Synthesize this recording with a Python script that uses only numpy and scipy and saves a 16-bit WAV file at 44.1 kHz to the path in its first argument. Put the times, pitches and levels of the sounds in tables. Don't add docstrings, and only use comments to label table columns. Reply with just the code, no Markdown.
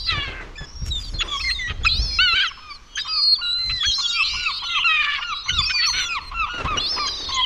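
import sys
import numpy as np
from scipy import signal
from scipy.fft import rfft, irfft
from scipy.io import wavfile
from scipy.ndimage import uniform_filter1d

SR = 44100
rng = np.random.default_rng(int(sys.argv[2]) if len(sys.argv) > 2 else 0)


def output_pcm(signal):
    pcm = np.clip(np.atleast_2d(signal).T, -1, 1) * 32767
    wavfile.write(sys.argv[1], SR, np.round(pcm).astype(np.int16))


N = 328545
TIME = np.arange(N) / SR
CUTOFF_HZ = 15700


def from_db(db):
    return 10 ** (np.asarray(db) / 20)


def rms_one(x):
    return x / np.sqrt(np.mean(x ** 2) + 1e-20)


def gain_at(colour, hz):
    known_hz, level_db = np.transpose(colour)
    return from_db(np.interp(np.log(np.maximum(hz, 1)), np.log(known_hz), level_db))


def coloured(x, colour, size=4096):
    cepstrum = irfft(np.log(gain_at(colour, np.arange(size // 2 + 1) * SR / size)))
    cepstrum[1:size // 2] *= 2
    cepstrum[size // 2 + 1:] = 0
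    return signal.fftconvolve(x, irfft(np.exp(rfft(cepstrum))))[:len(x)]


def noise(colour):
    return rms_one(coloured(rng.standard_normal(N + SR), colour)[SR:])


def wander(per_s, count):
    return np.interp(np.arange(count) * per_s / SR, np.arange(count), rng.standard_normal(count))


def swells(rows):
    return sum(from_db(db) * np.exp(-((TIME - s) / half_s) ** 2) for s, half_s, db in rows)


def call(rows, fade_s):
    times, *columns = np.transpose(rows)
    start, end = times[0], times[-1]
    span = slice(max(int((start - fade_s / 2) * SR), 0), min(int((end + fade_s / 2) * SR), N))
    t = TIME[span]
    gate = np.sin(np.pi / 2 * np.clip(np.minimum(t - start, end - t) / fade_s + .5, 0, 1)) ** 2
    return span, gate, [np.interp(t, times, column) for column in columns]


def note(start, length_s, fade_s):
    span, gate, (progress,) = call([(start, 0), (start + length_s, 1)], fade_s)
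    return span, gate, progress, (2 * progress - 1) ** 2


def phase_of(hz, jitter, per_s):
    return 2 * np.pi * np.cumsum(hz * (1 + jitter * wander(per_s, len(hz)))) / SR


def overtones(phase, hz, colour, highest, flicker_db=3.5):
    return sum(gain_at(colour, k * hz) * from_db(flicker_db * wander(79, len(hz)))
               * (k * hz < CUTOFF_HZ) * np.sin(k * phase) for k in range(2, highest + 1))


def two_voices(low_hz, low_db, high_hz, high_db, hoarse, rasp_hz=280, flutter_db=2.5):
    count, jitter = len(low_hz), .02 * hoarse
    tension = 1 + .008 * wander(70, count)
    low = phase_of(low_hz * tension, jitter, per_s=700)
    high = phase_of(high_hz * tension, jitter, per_s=900)
    rasp_depth = hoarse * np.clip(.6 + .4 * wander(40, count), 0, 1)
    rasp = rasp_depth * np.sin(phase_of(np.full(count, rasp_hz), jitter=.3, per_s=120))
    low_gain, high_gain = (from_db(db + flutter_db * wander(130, count)) for db in (low_db, high_db))
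    voices = low_gain * np.sin(low) + high_gain * (1 + rasp) * np.sin(high + rasp)
    side_tones = from_db(-14) * np.sin(2 * high - low) + from_db(-16) * np.sin(2 * low - high)
    sum_gain = from_db(-33 + 3 * wander(90, count))
    octave = (.8 + .7 * wander(1500, count)) * (np.sin(low + high) + .7 * np.sin(2 * high))
    sum_tones = sum_gain * (octave + .5 * wander(1500, count) * np.sin(2 * low + high))
    breath = from_db(-12) * wander(1900, count) + from_db(-24) * wander(6300, count)
    hiss = hoarse * breath * np.sin((low + high) / 2)
    return np.sqrt(2) * (voices + from_db((low_db + high_db) / 2) * (side_tones + sum_tones + hiss))


# time in seconds, low voice in Hz, its level
# in dB, high voice in Hz, its level in dB, hoarseness from 0 to 1.
SQUEALS = [
    [(0.0, 3960, -34, 4700, -29.5, 0.9), (.025, 4030, -33, 4700, -36, 0.6),
     (0.047, 3750, -38, 4750, -33, .8), (.073, 4150, -28, 4650, -31, 0.86),
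     (0.096, 3920, -19, 4430, -42, .3), (0.125, 3250, -45, 3900, -28, .6)],
    [(1.885, 3280, -25.5, 4080, -26, 0.75), (1.925, 3540, -34, 4010, -17.5, 0.65),
     (1.966, 3760, -27, 4640, -28, 0.54), (2.027, 4490, -33, 5490, -29.5, 0.4),
     (2.1, 4250, -31, 5040, -31, 0.4), (2.185, 4150, -33.5, 5050, -29.5, 0.5)],
    [(2.99, 3730, -43, 4710, -26.5, 0.4), (3.05, 3620, -40.5, 5220, -47.5, .3),
     (3.085, 3740, -33, 5820, -49.5, 0.4)],
    [(4.225, 3300, -34.5, 4050, -28.5, .8), (4.274, 3466, -35.5, 4120, -23, .8),
     (4.318, 3960, -32, 4900, -35, .6), (4.36, 4270, -39.5, 5050, -28, 0.3),
     (4.42, 4050, -30, 4760, -42, 0.3), (4.465, 3780, -34, 4570, -36, 0.7),
     (4.485, 3980, -29.5, 4650, -37, .7), (4.52, 3640, -35, 4290, -31.5, 1),
     (4.59, 3800, -31, 4480, -31, 1)],
    [(6.793, 3150, -31, 3800, -33, .8), (6.81, 3480, -28, 4180, -26, .5), (6.858, 3500, -27, 4300, -25, .4),
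     (6.89, 4100, -31, 4950, -27, .4), (6.915, 4470, -39, 5360, -24, 0.3),
     (6.97, 4290, -32, 5060, -28, 0.54), (7.05, 4170, -31, 4880, -30.5, 0.54),
     (7.138, 3900, -32.5, 4840, -31, 0.9)],
]
# start and length in seconds, low voice in Hz, its level
# in dB, high voice in Hz, its level in dB.
QUAVERS = [(4.59, .04, 3300, -35, 4100, -34), (4.63, .036, 3550, -34, 4300, -36),
           (4.666, .036, 3500, -36, 3950, -29), (4.702, .046, 3350, -30, 3750, -29),
           (4.748, .042, 2680, -26, 3250, -22), (4.79, .046, 2850, -25, 3080, -28),
           (7.138, .042, 4060, -32, 4950, -34), (7.18, .036, 3950, -34, 4780, -35),
           (7.216, .034, 3870, -34, 4550, -34), (7.25, .036, 3800, -35, 4300, -33),
           (7.286, .036, 3720, -33, 4500, -33), (7.322, .042, 3400, -27, 4080, -31),
           (7.364, .042, 3400, -28, 3950, -33), (7.406, .043, 3320, -19, 3950, -41)]


def squeals(quaver_arch=.11):
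    out = np.zeros(N)
    for rows in SQUEALS:
        span, gate, controls = call(rows, fade_s=0.019)
        out[span] += gate * two_voices(*controls)
    for start, length_s, low_hz, low_db, high_hz, high_db in QUAVERS:
        span, gate, _, edge = note(start, length_s, fade_s=0.006)
        arch = 1 - quaver_arch * edge
        out[span] += gate * two_voices(low_hz * arch, low_db, high_hz * np.sqrt(arch), high_db, hoarse=.5)
    return out


# frequency in Hz, gain in dB.
HISS_COLOUR = [(500, -13), (2500, -3), (5000, -11), (7000, -1), (9000, -17), (12500, -20), (15500, -34)]


def throat_hiss(voices, hiss_db=-39.0, flicker_db=4.5):
    effort = np.sqrt(np.maximum(uniform_filter1d(voices ** 2, size=400), 0))
    return from_db(hiss_db + flicker_db * wander(120, N)) * effort * noise(HISS_COLOUR)


def rumble(colour, top_hz=600):
    flow = signal.sosfilt(signal.butter(2, top_hz, fs=SR, output="sos"), noise(colour))
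    return flow / np.sqrt(uniform_filter1d(uniform_filter1d(flow ** 2, size=1100), size=1100))


# frequency in Hz, gain in dB.
GUST_COLOUR = [(12, -16), (25, 2), (45, 1), (80, -8), (150, -24), (400, -34), (1000, -40)]
BUFFET_COLOUR = [(20, -20), (45, -4), (60, 2), (100, -9), (140, -18), (220, -28), (400, -35), (1000, -50)]
FAR_COLOUR = [(25, 3), (60, -8), (120, -15), (300, -17), (650, -25), (1100, -15), (1800, -24), (4500, -26),
              (6500, -30), (8500, -43), (14000, -52)]
# middle and half-length in seconds, deep rumble
# in dB, buffeting in dB.
GUSTS = [(.15, 0.45, -36.5, -45.5), (0.888, 0.11, -27.5, -32), (1.143, 0.09, -29, -37),
         (1.555, 0.21, -32, -39.5), (1.837, 0.055, -27.5, -27), (2.001, 0.094, -30, -27.5),
         (2.17, 0.13, -36, -42.5), (3.714, 0.061, -34, -33.5), (3.885, 0.02, -40, -25.5),
         (4.37, 0.069, -37.5, -55), (5.601, 0.086, -35.5, -31), (5.96, 0.057, -37, -39.5),
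         (6.373, 0.13, -36, -55), (6.73, 0.081, -31, -43), (7.25, 0.52, -45, -60)]


def air(breeze_db=-51, lumpy_db=1.5, far_db=-47.5):
    gust_gain = from_db(breeze_db) + swells([(s, half_s, db) for s, half_s, db, _ in GUSTS])
    gust = gust_gain * rumble(GUST_COLOUR)
    buffet = swells([(s, half_s, db) for s, half_s, _, db in GUSTS]) * rumble(BUFFET_COLOUR)
    return from_db(lumpy_db * wander(13, N)) * (gust + buffet) + from_db(far_db) * noise(FAR_COLOUR)


def beak_band(x, centre_hz, size=32):
    turn = np.exp(2j * np.pi * np.cumsum(centre_hz) / SR)
    window = np.hanning(2 * size + 1)
    return 2 * np.real(turn * signal.fftconvolve(x / turn, window / window.sum(), "same"))


# frequency in Hz, gain in dB.
THROAT_COLOUR = [(300, -40), (520, -24), (780, -30), (1200, -4), (1900, -4), (2700, 0), (4100, -7),
                 (5200, -24), (7000, -36), (8500, -46), (14000, -53)]


def harsh_voice(hz, db, doubling, rough, beak_hz, beak_db, patchy_db=4, flutter_db=1.8):
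    count, rough = len(hz), np.clip(rough, 0, 1)
    unrest = np.sqrt(rough)
    doubling = np.clip(doubling + .45 * unrest * wander(70, count), 0, 1)
    hz = uniform_filter1d(hz * (1 + .022 * unrest * wander(90, count)), size=300)
    phase = phase_of(hz, jitter=.05 * rough, per_s=1100)
    cycle = np.round(phase / (2 * np.pi)).astype(int)
    strength = (1 - doubling * (cycle % 2)) * (1 + .7 * rough * rng.uniform(-1, 1, count)[cycle])
    pulses = np.zeros(count)
    for k in range(1, 11):
        smeared_phase = phase - (k - 2) / 2 + .1 * rough * wander(500, count)
        gain = from_db(patchy_db * unrest * wander(110, count)) / (1 + (k * hz / 9500) ** 8)
        pulses += gain * np.cos(k * smeared_phase)
    turbulence = .42 * rough * rng.standard_normal(count)
    voice = coloured(strength * pulses + turbulence, THROAT_COLOUR)
    voice = voice + (from_db(beak_db) - 1) * beak_band(voice, beak_hz)
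    voice = signal.sosfilt(signal.butter(4, 450, "high", fs=SR, output="sos"), voice)
    levelled = voice / np.sqrt(uniform_filter1d(voice ** 2, size=260) + 1e-9)
    return from_db(db + flutter_db * unrest * wander(220, count)) * levelled


# time in seconds, pitch in Hz, relative level
# in dB, period doubling and roughness (both full at 1), beak resonance in Hz, its lift in dB.
SCREAMS = [
    [(0.065, 1336, -40, .95, .9, 2200, 0), (0.106, 1320, -24, .9, .4, 2200, 2),
     (0.159, 1165, -27.5, .8, .4, 2600, -9), (0.222, 1130, -27, .85, .25, 3650, 13),
     (0.24, 1113, -30, 0.8, 0.48, 3600, -9), (0.341, 1048, -38.5, 0.9, 1, 1700, 10),
     (0.41, 1010, -36.5, 0.75, 0.84, 1650, 25), (0.45, 970, -52, .7, 1, 1500, 10)],
    [(2.188, 1327, -14.5, .1, .05, 2650, 4), (2.215, 1487, -16, .35, .03, 4300, 5),
     (2.24, 1515, -16.5, .5, 0, 3700, 5), (2.268, 1442, -19, .05, .01, 4200, 5),
     (2.288, 1393, -17.5, .7, 0, 4200, 4), (2.31, 1358, -21.5, 0.5, 0.08, 4100, 9.5),
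     (2.335, 1319, -17.5, .1, 0, 4000, 3), (2.35, 1467, -22.5, 0, 0.34, 3000, -1),
     (2.368, 1610, -19.5, 0.76, .3, 2900, 3.5), (2.392, 1450, -18.5, 0.2, 0.4, 2900, 3),
     (2.424, 1660, -21, 0.33, .4, 3300, 2.5), (2.44, 1466, -20.5, 0, .4, 2900, -5),
     (2.468, 1250, -24.5, 1, 0.3, 2500, -10), (2.485, 1200, -58, 1, .8, 2400, 6),
     (2.52, 1077, -32.5, 0, 0.3, 1100, 22)],
    [(4.843, 1365, -19, .3, .2, 2730, 3), (4.866, 1385, -16.5, .05, .06, 2750, 5),
     (4.885, 1275, -18, .15, .1, 2550, 5), (4.912, 1285, -19, .75, .15, 2900, 3),
     (4.938, 1236, -21, 0.5, 0.3, 2460, 7), (4.96, 1255, -20, 0.83, 0.42, 2530, 8),
     (4.985, 1202, -20.5, 0.3, 0.42, 2400, 8), (5.012, 1197, -18.5, 0.6, 0.2, 2400, 9.5),
     (5.026, 1146, -26.5, 0.94, .7, 2700, -5), (5.05, 1200, -21, 0.85, 0.7, 2650, 1.5),
     (5.07, 1117, -26, .9, 1.1, 1300, 14), (5.098, 1173, -22.5, 0.9, .65, 1800, 9),
     (5.117, 1119, -27, 1, 0.66, 2200, 1), (5.143, 1146, -23, 1, 1, 2800, -1),
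     (5.19, 1098, -29, 1, 0.7, 1600, 9), (5.205, 1000, -51, .95, .7, 1600, 0)],
]
# start and length in seconds, pitch and glide in Hz, relative level
# in dB, period doubling and roughness (both full at 1), the beak's lift of the second harmonic in dB.
BARKS = [(1.205, 0.026, 1263, 101, -26.5, 0.6, 0.97, -0.5), (1.395, 0.028, 1134, 206, -35.5, 0.2, 0.5, 6.5),
         (1.501, 0.022, 1170, 217, -32, 1, 0.65, 14.5), (1.676, 0.05, 1276, -62, -35.5, 1, 1, 3.5),
         (1.846, 0.022, 1207, 200, -26.5, 0.15, 0.88, -15.5),
         (2.969, 0.036, 1515, 159, -32.5, 0.2, 1.2, -6), (3.694, 0.03, 1187, 226, -32.5, 0.4, 0.93, 2),
         (3.827, 0.042, 1172, 658, -31.5, 0.06, 0.63, -8.5), (5.219, 0.024, 1136, 39, -35.5, 1, 0.54, 5),
         (5.492, 0.022, 1380, 130, -29.5, 0.3, 0.35, 2.5),
         (5.694, 0.0286, 1262, 287, -28.5, 0.8, 0.83, -4.5), (5.815, 0.053, 1289, 2.5, -30, 0.7, 0.73, 5.5),
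         (5.927, 0.13, 1483, -76.5, -31, 0.9, 1.1, -1), (6.765, 0.02, 1360, 77, -35, 0.24, 1.2, -9),
         (7.075, 0.018, 1597, -54, -36, 0, 0.7, 1)]


def squawks(scream_db=1.5, bark_db=8.0, bark_bend=.12, bark_arch_db=9):
    out = np.zeros(N)
    for rows in SCREAMS:
        span, gate, controls = call(rows, fade_s=.005)
        out[span] += from_db(scream_db) * gate * harsh_voice(*controls)
    for start, length_s, pitch_hz, glide_hz, db, doubling, rough, beak_db in BARKS:
        span, gate, progress, edge = note(start, length_s, fade_s=0.0055)
        hz = (pitch_hz + glide_hz * progress) * (1 - bark_bend * (edge - edge.mean()))
        effort_db = bark_db + db - bark_arch_db * edge
        out[span] += gate * harsh_voice(hz, effort_db, doubling, rough, 2 * hz, beak_db)
    return out


# frequency in Hz, gain in dB.
WHISTLE_COLOUR = [(1800, -2), (3500, -1.5), (4500, -5), (6500, -6.5), (8500, -34), (12500, -46.5),
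                  (15500, -85)]


def thin_voice(phase, hz, overtone_db, highest):
    upper = overtones(phase, hz, WHISTLE_COLOUR, highest) / gain_at(WHISTLE_COLOUR, hz)
    return np.sqrt(2) * (np.sin(phase) + from_db(overtone_db) * upper)


# start and length in seconds, pitch and glide in Hz, share by
# which the ends lie under the middle, then relative level, swell from start to end and overtones in dB.
WHISTLES = [(0.102, .028, 3500, -1700, 0.027, -33.5, 0, -10),
            (0.556, 0.018, 2340, 198, -0.04, -39.5, -7, -5.5),
            (0.58, 0.072, 1747, -56, -0.012, -43, -5, -2.5), (0.755, 0.15, 5600, -22, 0.014, -43.5, 2, 0),
            (0.874, 0.02, 6440, 2227, -.01, -54, -10, -3), (0.908, .089, 3850, -370, -0.034, -30, -2, -2.5),
            (0.997, 0.1, 4910, -400, -0.0078, -41.5, 0, -2),
            (1.141, 0.045, 4220, -58, -0.0091, -35.5, -7, -4),
            (1.187, .035, 3450, -68, 0.0034, -31.5, 3, -3.5), (1.28, 0.024, 3420, 62, -0.014, -32, -8, -7),
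            (1.317, 0.071, 3385, -110, -0.0088, -29, -2, -11),
            (1.409, 0.13, 4287, -180, -0.03, -28.5, 11, 1.5),
            (1.441, 0.061, 2192, -150, 0.055, -23.5, 3.5, -18),
            (1.549, 0.079, 3760, -280, -0.021, -31.5, -4, -10),
            (1.592, 0.097, 2038, -150, -0.032, -28.5, -3.5, -15),
            (1.834, 0.013, 3470, 37, 0.067, -33, 6, -1), (1.862, 0.02, 2626, -100, 0.022, -20.5, -2, -8),
            (2.472, 0.027, 3275, -490, 0.024, -32, -14, -9.5),
            (2.478, 0.29, 5290, -150, -0.0073, -52.5, -8, 1),
            (2.702, 0.072, 4690, -380, 0.038, -42, -4.5, 3.5),
            (2.956, 0.03, 3140, -36, -0.035, -30, 3.5, 4),
            (2.988, 0.033, 3870, -58.5, -0.0026, -29.5, 1, -5),
            (3.081, .17, 4846, 29, 0.0026, -25.5, 0.5, -8), (3.134, 0.21, 4427, -230, -0.02, -20.5, 13, -7),
            (3.216, 0.2, 4775, -260, 0.0075, -29.5, -3, -22),
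            (3.349, 0.018, 3650, -350, -0.024, -30, -1, -14), (3.425, 0.11, 3903, 15, -0.029, -24.5, 1, -9),
            (3.525, 0.27, 4084, -2, 0.019, -26, -3.5, -11.5),
            (3.584, 0.24, 2160, -200, 0.067, -42.5, 9.5, -13.5),
            (3.805, 0.11, 3444, -190, 0.0092, -22, 1, -16),
            (3.856, .16, 4256, -220, -0.031, -26.5, 1.5, -14),
            (3.858, 0.045, 5810, 353.5, -.015, -34.5, -11.5, 7),
            (3.915, 0.028, 3810, 40, -0.0094, -22, 3, -19), (3.938, .013, 4550, 147, -0.015, -26, 2, -6),
            (3.952, 0.055, 5390, -150, 0.0084, -31, -10, -6),
            (3.97, 0.17, 6830, -140, 0.014, -41.5, 2.5, -4),
            (4.006, 0.062, 3690, -400, -0.018, -27.5, 14.5, -22),
            (4.019, 0.073, 4610, -210, -0.02, -30.5, 11, 0), (4.093, 0.034, 3700, 16, -0.044, -26, -3, 1),
            (4.129, 0.051, 4410, 215, -0.035, -26.5, -9, -3), (4.139, 0.056, 2360, 57, 0.028, -32, 3.5, -9),
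            (4.177, 0.056, 2600, -8, -0.041, -22, 4.5, -7.5),
            (4.46, 0.029, 2690, -200, 0.021, -22.5, 0, -21), (4.639, 0.037, 3050, -40, -0.015, -26, 0, -10),
            (4.691, 0.13, 2024, 11, -0.038, -38.5, -8, -6),
            (5.322, 0.095, 3940, -16, -0.0066, -32.5, 0, -15),
            (5.482, 0.017, 2270, -110, 0.045, -23.5, 8, -5),
            (5.494, 0.03, 2930, 150, -0.01, -22, -7, -12.5), (5.53, 0.053, 3880, 1, 0.06, -27, 5, -14),
            (5.586, 0.026, 3440, 16, -0.0062, -20, -7.5, -5),
            (5.583, 0.077, 4670, 149, -0.014, -28.5, 12, -4), (5.612, 0.034, 2540, 42, 0.071, -29, -2, -5),
            (5.657, 0.15, 2540, -180, -0.0086, -29.5, 4, -11.5),
            (5.658, .085, 5410, -140, 0.0048, -28.5, -9.5, -7),
            (5.739, 0.18, 4570, -250, -0.014, -23, -2.5, -14),
            (5.785, 0.03, 2020, -200, -0.039, -26, 2, -18), (5.86, 0.088, 5960, 402, 0.11, -32, -9, 8),
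            (5.871, .18, 4350, -210, 0.022, -29, -8.5, 4), (5.954, .13, 6020, -200, 0.0072, -34.5, -5, 11),
            (5.999, 0.081, 3630, -210, 0, -30, 2, -4.5), (6.093, 0.069, 2536, -150, -0.027, -28, -5, -6.5),
            (6.21, 0.087, 4270, -140, -0.0056, -43, 1, 7),
            (6.772, 0.019, 2915, -41, -0.018, -20.5, 3, -5.5),
            (7.069, 0.014, 6480, -3, 0.0038, -26.5, 4, -3),
            (7.069, 0.036, 3230, -84, -0.0082, -30, -10, -7),
            (7.345, 0.027, 6660, 130, -0.014, -32.5, -6, 1)]


def whistles(scratchy_s=0.066, end_droop=0.014, flutter_db=1.5, level_db=1.5):
    out = np.zeros(N)
    for start, length_s, pitch_hz, glide_hz, bend, db, swell_db, overtone_db in WHISTLES:
        span, gate, progress, edge = note(start, length_s, fade_s=min(.018, .3 * length_s))
        count, scratch = len(gate), min(1, scratchy_s / length_s)
        waver = scratch * (.007 * wander(190, count) + .009 * wander(60, count))
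        unsteady_db = 3.2 * scratch * wander(50, count)
        ending = np.clip(1 - (start + length_s - TIME[span]) / 0.016, 0, 1)
        hz = (pitch_hz + glide_hz * progress) * (1 - bend * edge - end_droop * ending + waver)
        phase = phase_of(hz, jitter=.011 * scratch, per_s=930)
        tone = thin_voice(phase, hz, overtone_db, highest=5)
        grain = 1 + .12 * scratch * wander(1100, count)
        effort_db = db + swell_db * (progress - .5) + unsteady_db + flutter_db * wander(120, count)
        out[span] += gate * grain * tone * from_db(level_db + effort_db)
    return out


def stroke(start, rise_s, decay_s):
    since = TIME - start
    return np.clip(since / rise_s + .5, 0, 1) * np.exp(-np.maximum(since - rise_s, 0) / decay_s)


# frequency in Hz, gain in dB.
THUMP_COLOUR = [(15, -22), (30, -3), (60, 2), (90, -1), (130, -7), (200, -18), (260, -28), (600, -45),
                (2000, -78)]
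SWISH_COLOUR = [(120, -6.5), (350, 5), (700, -1), (2000, -4.5), (6000, -22.5), (9000, -35.5),
                (15000, -71.5)]
# start in seconds, relative levels of thump and swish in dB,
# decay of the swish in seconds.
WINGBEATS = [(0.119, -19.5, -49, 0.073), (0.169, -16, -48, 0.051), (0.277, -20, -47.5, 0.1),
             (0.408, -46, -51.5, 0.092), (0.607, -21, -51.5, 0.043), (0.82, -11.5, -61, .03),
             (.89, -14, -71, 0.027), (1.134, -24.5, -55.5, 0.079), (1.229, -40, -48, 0.082),
             (1.7, -14.5, -51.5, 0.049), (1.81, -25, -54, 0.034), (1.988, -12.5, -54.5, 0.18),
             (2.329, -23, -52, 0.035), (3.694, -33, -72, 0.017), (5.519, -17, -70, .02),
             (5.588, -19.5, -74, .02), (5.941, -39, -54.5, 0.19), (6.537, -47, -45, .03),
             (6.579, -31, -43, 0.043), (6.601, -27, -43, 0.029), (6.646, -14, -38.5, 0.015),
             (6.702, -24, -46, 0.19), (6.761, -41, -43.5, 0.018), (6.92, -51, -50.5, 0.24),
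             (7.2, -49, -56, 0.19)]


def wings(thump_db=-9.0, swish_db=10.5):
    thump = sum(from_db(db) * stroke(s, rise_s=0.011, decay_s=0.015) for s, db, _, _ in WINGBEATS)
    swish = sum(from_db(db) * stroke(s, rise_s=0.0044, decay_s=decay) for s, _, db, decay in WINGBEATS)
    thumps = from_db(thump_db) * thump * rumble(THUMP_COLOUR)
    return thumps + from_db(swish_db) * swish * noise(SWISH_COLOUR)


# start and length in seconds, pitch and glide in Hz, level in dB.
WHEEZES = [(.64, .12, 5300, 400, -47), (1.03, .07, 4500, -1400, -43), (1.29, .09, 3500, -200, -35),
           (1.36, .12, 5500, -500, -35), (2.1, .085, 2400, -150, -41), (3.87, .07, 3250, -100, -30),
           (4.23, .3, 2380, -80, -36), (4.29, .17, 2830, -130, -31), (6.14, .04, 4300, -700, -36)]


def wheezes():
    out = np.zeros(N)
    for start, length_s, pitch_hz, glide_hz, db in WHEEZES:
        span, gate, progress, edge = note(start, length_s, fade_s=0.024)
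        hz = pitch_hz + glide_hz * progress
        phase = phase_of(hz, jitter=.045, per_s=1300)
        rattle = from_db(3.5 * wander(450, len(hz)) - 4 * edge)
        out[span] += gate * rattle * from_db(db) * thin_voice(phase, hz, overtone_db=-6.0, highest=3)
    return out


# middle and half-length in seconds,
# relative level in dB.
RUSTLES = [(.875, 0.02, -44), (1.03, 0.085, -48), (1.4, 0.12, -51.5), (3.95, 0.42, -55)]


def rustle(crackle_db=5.0, fits_db=3.0, level_db=1.0):
    friction = from_db(level_db + crackle_db * wander(700, N) + fits_db * wander(45, N))
    return swells(RUSTLES) * friction * noise(HISS_COLOUR)


# middle and half-length in seconds, relative level in dB.
PEEPING_BOUTS = [(1.35, 0.44, -43.5), (2.6, 0.24, -52.5), (3.1, 0.14, -37.5), (4.08, 0.26, -28.5),
                 (5.6, 0.4, -33), (6.55, 0.075, -42), (7.4, 0.29, -32.5)]


def flock(count=260, lowest_hz=2900, highest_hz=6600, typical_s=.09, level_db=-2.0):
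    out = np.zeros(N)
    for k, (delay, height, length, sag) in enumerate(rng.random((count, 4))):
        start = (k + delay) / count * (N / SR - typical_s)
        end = start + typical_s * (.5 + length)
        pitch_hz = lowest_hz + height * (highest_hz - lowest_hz)
        span, gate, (hz,) = call([(start, pitch_hz), (end, pitch_hz * (1.04 - 0.14 * sag))], fade_s=0.01)
        out[span] += gate * np.sin(phase_of(hz, jitter=.022, per_s=1200)) / (1 + height)
    return rms_one(out) * from_db(level_db) * swells(PEEPING_BOUTS)


# start and length in seconds, top pitch in Hz, level in dB.
TWITTERS = [(1.04, 0.021, 10500, -58), (1.068, 0.024, 10700, -64), (1.102, .042, 10900, -59),
            (1.245, 0.032, 9200, -57.5), (1.545, 0.037, 9100, -56)]


def twitters(arch=0.15):
    out = np.zeros(N)
    for start, length_s, top_hz, db in TWITTERS:
        span, gate, _, edge = note(start, length_s, fade_s=.008)
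        phase = phase_of(top_hz * (1 - arch * edge), jitter=.008, per_s=900)
        out[span] += gate * from_db(db) * np.sin(phase)
    return out


# frequency in Hz, gain in dB.
YELP_COLOUR = [(900, 4), (1150, 8), (1420, 2), (2100, -6), (2750, 0), (3600, -10), (4300, -18), (5500, -29),
               (7000, -32), (9000, -48)]


def yelp_voice(hz, overtone_db=3.0, flutter_db=1.5):
    phase = phase_of(hz, jitter=.015, per_s=1100)
    upper = from_db(overtone_db) * overtones(phase, hz, YELP_COLOUR, highest=5)
    tone = gain_at(YELP_COLOUR, hz) * np.sin(phase) + upper
    return np.sqrt(2) * tone * from_db(flutter_db * wander(250, len(hz)))


# start and length in seconds, held pitch in Hz, final
# drop as a share of it, then relative level, swell and the opening note's relative level in dB.
YELPS = [(1.252, 0.12, 1183, 0.08, -49.5, 17, -44.5), (2.57, 0.16, 1244, 0.1, -57.5, 9, -47),
         (3.05, 0.16, 1276, 0.11, -48.5, -2, -40.5), (3.385, 0.26, 1415, 0.06, -50, -19, -45),
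         (3.982, 0.24, 1405, 0.23, -47, 11, -37.5), (4.334, 0.18, 1450, 0.32, -45, 5.5, -38.5),
         (4.62, 0.18, 1385, 0.29, -44, 8.5, -37.5), (5.183, 0.16, 1420, 0.23, -41.5, 2, -36),
         (5.458, 0.16, 1431, 0.3, -43, 2, -39), (5.736, 0.17, 1459, 0.37, -47.5, 10.5, -41.5),
         (6.022, 0.17, 1390, 0.36, -43.5, 5, -44), (6.314, 0.14, 1358, 0.15, -38.5, 5, -37),
         (6.462, 0.16, 1436, 0.083, -42, -4, -38), (6.649, 0.11, 1288, 0.15, -39.5, -5, -31),
         (6.964, 0.11, 1203, 0.15, -43, -9.5, -33), (7.288, 0.13, 1061, 0.07, -41.5, 11.5, -37)]


def yelps(opening_s=.03, opening_hz=1086, opening_db=-2.5, held_db=6.0, drop_s=.085, push_db=3.0):
    out = np.zeros(N)
    for start, length_s, pitch_hz, drop, db, swell_db, first_db in YELPS:
        span, gate, _, _ = note(start, opening_s, fade_s=0.008)
        wavering_hz = opening_hz * (1 + .12 * wander(900, len(gate)))
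        out[span] += gate * from_db(opening_db + first_db) * yelp_voice(wavering_hz, overtone_db=-1.0)
        span, gate, progress, _ = note(start + opening_s, length_s - opening_s, fade_s=0.014)
        sinking = np.clip(1 - (start + length_s - TIME[span]) / drop_s, 0, 1) ** 2
        effort_db = db + swell_db * (progress - .5) + push_db * np.sin(np.pi * sinking)
        out[span] += gate * from_db(held_db + effort_db) * yelp_voice(pitch_hz * (1 - drop * sinking))
    return out


def lawn_echo(x, first_echo_s=0.026, t60_s=.8, dull_hz=4500, level_db=-21.5):
    t = TIME[:SR]
    tail = rng.standard_normal(SR) * from_db(-60 * t / t60_s) * (t > first_echo_s)
    tail = signal.sosfilt(signal.butter(2, dull_hz, fs=SR, output="sos"), tail / np.linalg.norm(tail))
    return from_db(level_db) * signal.fftconvolve(x, tail)[:N]


def scene(far_echo_db=9.5):
    hoarse = squeals() + squawks()
    near = whistles() + wheezes() + hoarse + throat_hiss(hoarse)
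    far = yelps() + flock() + twitters()
    echo = lawn_echo(near + from_db(far_echo_db) * far)
    return near + far + echo + wings() + rustle() + air()


def record(dry):
    return signal.sosfilt(signal.cheby2(12, 70, CUTOFF_HZ, fs=SR, output="sos"), dry)[None]


dry = scene()
out = record(dry)
output_pcm(out)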